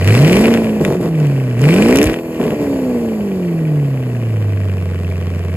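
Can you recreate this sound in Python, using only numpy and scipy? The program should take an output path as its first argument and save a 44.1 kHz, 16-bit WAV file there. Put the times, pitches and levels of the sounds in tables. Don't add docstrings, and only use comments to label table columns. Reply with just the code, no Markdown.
import sys
import numpy as np
from scipy import signal
from scipy.fft import rfft, irfft, next_fast_len
from scipy.io import wavfile
from scipy.ndimage import uniform_filter1d

SR = 44100
rng = np.random.default_rng(int(sys.argv[2]) if len(sys.argv) > 2 else 0)


def invert_db(x):
    u = np.asarray(x, float) / 20
    return 10 ** u


def dump(signal):
    limited = np.clip(np.atleast_2d(signal).T, -1, 1)
    pcm = np.round(limited * 32767).astype(np.int16)
    wavfile.write(sys.argv[1], SR, pcm)


N = 245195

# time in seconds, firings per second.
FIRING_RATE = [(0.0, 84.6), (0.15, 115.6), (0.4, 210.9), (0.49, 233.5), (0.76, 212.9), (0.9, 191),
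               (1.28, 141.9), (1.58, 116.9), (1.67, 148.8), (2.06, 311), (2.17, 337), (2.39, 323),
               (2.93, 244.1), (3.5, 169.4), (3.99, 128.7), (4.47, 102.1), (4.88, 90.3), (5.56, 88.0)]
# time in seconds, level in dB over a shut throttle.
GAS_LOAD = [(0.0, 13.5), (0.12, 22.5), (0.42, 21), (0.54, 15), (0.63, 10.5), (0.8, 4.8), (1.13, 1.5),
            (1.2, 8), (1.56, 4.5), (1.64, 18.5), (1.8, 20.5), (1.96, 18.5), (2.09, 15.5), (2.23, -0.5),
            (2.42, 7), (2.9, 3), (3.3, 1.5), (5.56, 3.5)]
# firing rate in Hz, rms in dB on a shut throttle.
DRONE_LEVEL = [(88, -20.5), (102, -16), (125, -20), (145, -15), (175, -19), (205, -20), (244, -20.5),
               (300, -22)]
# firing rate in Hz, rms in dB on a shut throttle.
OCTAVE_LEVEL = [(88, -30), (105, -38.5), (122, -29.5), (138, -29.5), (175, -25), (208, -30.5), (250, -26),
                (300, -35)]
CYLINDER_UNEVENNESS = [
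    [.95, -.25, -.2, .3, .7, -.75, .35, .1],
    [1.3, -.25, -.05, -.1, .55, -.1, -.05, -.25],
]
# time in seconds, share from 0 to 1.
MISFIRE_SHARE = [(0, .25), (.45, .3), (.55, .2), (1.1, .3), (1.58, .3), (1.7, .3), (2.08, .35), (2.15, .1),
                 (2.4, .1), (2.7, .3), (3.05, .32), (3.2, .45), (3.45, .28), (4.4, .2), (4.75, .08),
                 (5.56, .08)]
# frequency in Hz, width in Hz, level in dB.
PIPE_MODES = [(221, 92, 1.5), (368, 47.6, 0.5), (427.5, 25, 3.5), (490.4, 47.2, 1), (534, 40.5, -3),
              (631.4, 51.7, -4.5), (767, 136, -13), (1102, 190, -22)]
# frequency in Hz, width in Hz, level in dB.
SILENCER_MODES = [(60.4, 14, -30), (151, 24, -2.5)]
CYLINDER_RASP_DB = [-7, 3, -19.5, 2, -10, -4, -2, -2]
# frequency in Hz, width in Hz, level in dB.
MOUTH_MODES = [(1437, 970, -3.5), (1550, 370, 2), (2310, 620, -3.5), (3140, 540, -6.5)]
# frequency in Hz, density in dB per Hz.
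JET_SPECTRUM = [(1940, -22), (3300, -10.5), (3930, -3), (5770, -5.5), (6870, -16.5), (8240, -4.5),
                (9880, -10), (11400, -14.5), (13900, -16), (15600, 3.5)]
# frequency in Hz, density in dB per Hz.
FAN_SPECTRUM = [(5000, -30), (7500, -17), (10000, -1), (12500, 11), (15000, 8)]
# frequency in Hz, density in dB per Hz.
RUMBLE_SPECTRUM = [(15, -34), (35, -34), (60, -19), (130, -12), (300, -16), (650, -17), (1100, -40),
                   (3000, -48)]
# frequency in Hz, width in Hz, level in dB.
CASING_MODES = [(4520, 600, -56), (7200, 3000, -61)]
# time in seconds, crack peak in dB, level of the bright top relative to it in dB.
PIPE_POPS = [(0.0823, -10, -15), (0.1516, -3, -22.5), (0.2157, -14, -16), (0.3253, -10, -17),
             (0.368, -4.5, -17.5), (0.5059, -11, -24), (0.5396, -1.5, -34), (0.5744, -8, -33),
             (0.8499, 0, -53), (0.8653, -24, -31), (0.9331, -18, -38), (1.6886, -4.5, -24),
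             (1.91, -0.5, -37), (1.9261, -3, -33), (1.9583, -16.5, 4), (1.9717, -6.5, -6.5),
             (1.987, -1.5, -16), (2.0154, 2, -22), (2.0292, -8, -4), (2.0413, -5.5, -7.5), (2.056, -24, 4),
             (2.069, -9, -18), (2.0974, -9, -22), (2.1415, -11.5, -23), (2.188, -18, -28),
             (2.466, -9.5, -35), (2.4795, -15.5, -31), (2.4142, -16.5, -31), (2.5061, -12, -24),
             (2.6262, -24.5, -20)]
# start in seconds, length in seconds, burble gain in dB.
LATE_BURNS = [
    (.803, 0.16, 10),
    (1.002, .095, 8.5),
    (2.394, 0.16, 7.5),
    (2.608, 0.039, 2),
]
# start in seconds, peak in dB, pitch in Hz, 60 dB decay in seconds.
GAS_THUMPS = [
    (2.053, -9.5, 51, .17),
]
# frequency in Hz, left's lead in
PORT_LEAD = [(0, 0), (700, -.1), (1500, -.5), (3300, -2.0), (5700, -2.2), (6500, -5.4), (8000, -7.2),
             (8600, -9.3), (9550, -9.55), (10100, -11.6), (12600, -13.8), (13150, -15.55), (14300, -15.85),
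             (14800, -18.5)]
# frequency in Hz, left minus right in dB.
PORT_TILT = [(60, -.3), (200, 0), (500, 0), (1000, .8), (2200, 4), (4400, .5), (8500, 0), (15000, 0)]
# frequency in Hz, level in dB.
PORT_APART = [(30, -18), (120, -28), (300, -26), (700, -11), (1500, -7), (3000, -7), (6800, -9),
              (8500, -30), (15000, -28)]

# (dB on a shut throttle, dB per dB of load)
RASP, JET, BURBLE = (-45, 0.95), (-52.5, 1.324), (-27, 0.71)
DRONE_FOLLOWS, OCTAVE_FOLLOWS = 0.44, 0.4
BURBLE_DB_PER_OCTAVE, BOOM_DB, AFTERBURN_BOOM_DB = 5, 5.8, 11.5
PIPE_CUT_HZ = 1005
RUMBLE_DB = -37
FUEL_CUT_S, FUEL_CUT_DB = (2.13, 2.6), (-6, -3, -3.5)
LIFT_OFF_S, LIFT_OFF_DB = (2.045, 2.16), (-3, -4.5)
AFTERBURN_SAG, AFTERBURN_SHARE, AFTERBURN_DRONE = 0.3, 0.72, -0.57
CRACKLES_PER_S, CRACKLE_DB = (16, 80), (7.5, 13)
CRACKLE_SPREAD_DB, CRACKLE_TOP_DB = 5, -18


def rms_one(x):
    return x / np.sqrt(np.mean(x ** 2) + 1e-20)


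def evened(x, window_s):
    return x / np.sqrt(uniform_filter1d(x ** 2, size=int(window_s * SR)) + 1e-12)


def at_hz(points, hz):
    at, value = np.transpose(points)
    return np.interp(np.log(hz + 1), np.log(at + 1), value)


def in_time(rows):
    return np.interp(np.arange(N) / SR, *np.transpose(rows))


def between(start_s, end_s, edge_s=0.0054):
    t = np.arange(N) / SR
    return np.clip(np.minimum(t - start_s, end_s - t) / edge_s, 0, 1)


def shaped(x, gain):
    size = next_fast_len(N + 4096)
    hz = np.arange(size // 2 + 1) * SR / size
    return irfft(rfft(x, size) * gain(hz), size)[..., :N]


def noise(white, spectrum):
    return rms_one(shaped(white, lambda hz: invert_db(at_hz(spectrum, hz))))


def resonate(x, modes):
    out = 0
    for k, (hz, width_hz, db) in enumerate(modes):
        r = np.exp(-np.pi * width_hz / SR)
        poles = [1, -2 * r * np.cos(2 * np.pi * hz / SR), r * r]
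        mode = signal.lfilter([1 - r * r, 0, r * r - 1], poles, x + 1e-18)
        out = out + (-1) ** k * invert_db(db) * mode
    return out


def travelled(slugs):
    return shaped(slugs, lambda hz: np.exp(-5.5j * np.log(1 + hz / 150)))


def train(at, sizes):
    clicks = np.zeros(N)
    clicks[at] = sizes
    return clicks


def puffs(clicks, decay_s):
    envelope = signal.lfilter([1], [1, -np.exp(-1 / (decay_s * SR))], clicks)
    return envelope * rng.standard_normal(N)


def drone(turns, drone_db, octave_db, wobble):
    angle = 2 * np.pi * turns
    tone = invert_db(drone_db) * (np.cos(angle - .4) + invert_db(-23.5) * np.cos(3 * angle + 2.8))
    return np.sqrt(2) * wobble * (tone + invert_db(octave_db) * np.cos(2 * angle + 1.57))


def burble(at, firing_hz, late, luck, gas):
    rate = firing_hz[at]
    share = np.maximum(in_time(MISFIRE_SHARE)[at], AFTERBURN_SHARE * late[at])
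    fast = np.clip((rate - 150) / 150, 0, 1)
    idle, speed = [np.resize(row, len(at)) for row in CYLINDER_UNEVENNESS]
    regular = (1 - share) * ((1 - fast) * idle + fast * speed)
    chance = share * .5 * luck[:len(at)]
    churn = np.interp(np.arange(N), at, share * np.sqrt(rate / SR)) * .12 * gas
    pipes = resonate(travelled(train(at, regular + chance)) + churn, PIPE_MODES)
    pipes = evened(pipes, window_s=.12)
    pipes = signal.sosfilt(signal.butter(2, PIPE_CUT_HZ, fs=SR, output="sos"), pipes)
    long_slug = invert_db(BOOM_DB + AFTERBURN_BOOM_DB * late[at] - 10.0 * np.log2(rate / 90))
    slugs = train(at, long_slug * (regular + 0.36 * chance))
    chamber = resonate(travelled(slugs), SILENCER_MODES)
    return pipes + chamber * invert_db(73.5) / np.sqrt(firing_hz)


def rasp(at, luck):
    sizes = invert_db(np.resize(CYLINDER_RASP_DB, len(at)) + 4.1 * luck[:len(at)])
    return puffs(train(at, sizes), decay_s=0.0044) + 0.26 * rng.standard_normal(N)


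def jet_hiss(gas, hiss_db):
    return invert_db(hiss_db + 3.5) * noise(0.14 * gas + rng.standard_normal(N), JET_SPECTRUM)


def fan_hiss(firing_hz):
    return invert_db(-51) * firing_hz / 150 * noise(rng.standard_normal(N), FAN_SPECTRUM)


def exhaust_rumble(burble_db, cut):
    level_db = RUMBLE_DB + FUEL_CUT_DB[2] * cut + 0.87 * (burble_db + 30.5)
    return invert_db(level_db) * noise(rng.standard_normal(N), RUMBLE_SPECTRUM)


def whirr(turns, firing_hz):
    out = np.zeros(N)
    for order in range(13, 38):
        gain = 0
        for hz, width_hz, db in CASING_MODES:
            gain = gain + invert_db(db) / (1 + (2 * (order * firing_hz - hz) / width_hz) ** 4)
        out += gain * invert_db(rng.normal(0, 3)) * np.sin(2 * np.pi * (order * turns + rng.random()))
    return out * np.clip(firing_hz / 250, 0, 1) ** 2


def crackles(at, firing_hz, load_db, rasp_db):
    luck = rng.random((1500, 3))[:len(at)]
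    per_s = np.interp(load_db[at], [4, 16], CRACKLES_PER_S)
    prone = np.resize(invert_db(np.array(CYLINDER_RASP_DB)), len(at))
    fired = luck[:, 0] < per_s / firing_hz[at] * prone / prone.mean()
    peak_db = rasp_db[at] + np.interp(load_db[at], [4, 16], CRACKLE_DB)
    peak_db = peak_db + 2 * CRACKLE_SPREAD_DB * (2 * luck[:, 1] - 1)
    top_db = CRACKLE_TOP_DB + 5.7 * (luck[:, 2] - .5)
    return np.transpose([at / SR, peak_db, top_db])[fired]


def pops(small):
    s, peak_db, top_db = np.transpose(np.concatenate([small, PIPE_POPS]))
    at = np.round(s * SR).astype(int)
    blows = train(at, invert_db(peak_db))
    blast = 2.93 * blows + 1.24 * puffs(blows, decay_s=0.00036)
    crack = resonate(blast, [(1850, 3000, 1.5), (2950, 1580, 4.0)])
    top = puffs(train(at, invert_db(peak_db + top_db + 7.5)), decay_s=0.0012)
    top = signal.sosfilt(signal.butter(1, [3200, 13500], "band", fs=SR, output="sos"), top)
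    return crack + top + invert_db(-3) * resonate(travelled(blows), PIPE_MODES)


def afterburn():
    t = np.arange(N) / SR
    gain_db, late = np.zeros(N), np.zeros(N)
    for s, length, db in LATE_BURNS:
        burning = between(s, s + length)
        gain_db += db * burning * (1 - AFTERBURN_SAG * (t - s) / length)
        late += burning
    return gain_db, late


def thumps():
    out = np.zeros(N)
    for s, peak_db, hz, t60 in GAS_THUMPS:
        t = np.clip(np.arange(N) / SR - s, 0, None)
        swell = (1 - np.exp(-t / .006)) * invert_db(-60 * t / t60)
        cycles = hz * (t + .022 * (1 - np.exp(-t / .009)))
        out += invert_db(peak_db + 4) * swell * np.sin(2 * np.pi * cycles)
    return out


def ports(x):
    sides = np.array([[.5], [-.5]])
    direct = shaped(x, lambda hz: invert_db(sides * at_hz(PORT_TILT, hz)) * np.exp(1j * sides * at_hz(PORT_LEAD, hz)))
    scatter = rng.standard_normal((2, 1300)) * np.exp(-np.arange(1300) / (0.0045 * SR))
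    scatter = scatter / np.linalg.norm(scatter, axis=1, keepdims=True)
    echoes = signal.fftconvolve(x[None], scatter)[:, :N]
    return direct + shaped(echoes, lambda hz: invert_db(at_hz(PORT_APART, hz)))


def scene():
    firing_hz, load_db = in_time(FIRING_RATE), in_time(GAS_LOAD)
    late_db, late = afterburn()
    cut, lift_off = between(*FUEL_CUT_S), between(*LIFT_OFF_S)
    open_db = np.maximum(load_db, 0)

    drone_db = at_hz(DRONE_LEVEL, firing_hz) + DRONE_FOLLOWS * open_db + AFTERBURN_DRONE * late_db
    drone_db = drone_db + FUEL_CUT_DB[0] * cut + LIFT_OFF_DB[0] * lift_off
    octave_db = at_hz(OCTAVE_LEVEL, firing_hz) + OCTAVE_FOLLOWS * open_db
    rasp_db, hiss_db, burble_db = [db + follows * load_db for db, follows in (RASP, JET, BURBLE)]
    burble_db = burble_db + BURBLE_DB_PER_OCTAVE * np.log2(firing_hz / 90) + late_db
    burble_db = burble_db + FUEL_CUT_DB[1] * cut + LIFT_OFF_DB[1] * lift_off

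    turns = np.cumsum(firing_hz) / SR
    at = np.flatnonzero(np.diff(np.floor(turns)))
    burble_luck, rasp_luck, wobble_luck, far_luck = rng.standard_normal((4, 1500))
    wobble = np.interp(np.arange(N), at, invert_db(.9 * wobble_luck[:len(at)]))

    gas = evened(rasp(at, rasp_luck), window_s=0.125)
    heard = drone(turns, drone_db, octave_db, wobble)
    heard = heard + invert_db(burble_db - 5.5) * burble(at, firing_hz, late, burble_luck, gas)
    heard = heard + invert_db(rasp_db - 1.5) * rms_one(resonate(gas, MOUTH_MODES))
    heard = heard + jet_hiss(gas, hiss_db) + fan_hiss(firing_hz) + exhaust_rumble(burble_db, cut)
    heard = heard + whirr(turns, firing_hz)
    heard = heard + pops(crackles(at, firing_hz, load_db, rasp_db)) + thumps()

    far_mouth = evened(resonate(rasp(at[4:], far_luck), MOUTH_MODES), window_s=0.17)
    far_mouth = invert_db(rasp_db - 4.5) * far_mouth
    return ports(heard) + np.stack([0.98 * far_mouth, np.roll(far_mouth, 9)])


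def low_pass(x):
    return signal.sosfilt(signal.butter(12, 15720, fs=SR, output="sos"), x)


def record(dry):
    rounded = 0.95 * np.tanh(dry / 0.9)
    mix = signal.sosfilt(signal.cheby2(10, 60, 15900, fs=SR, output="sos"), rounded)
    return low_pass(mix)


dry = scene()
out = record(dry)
dump(out)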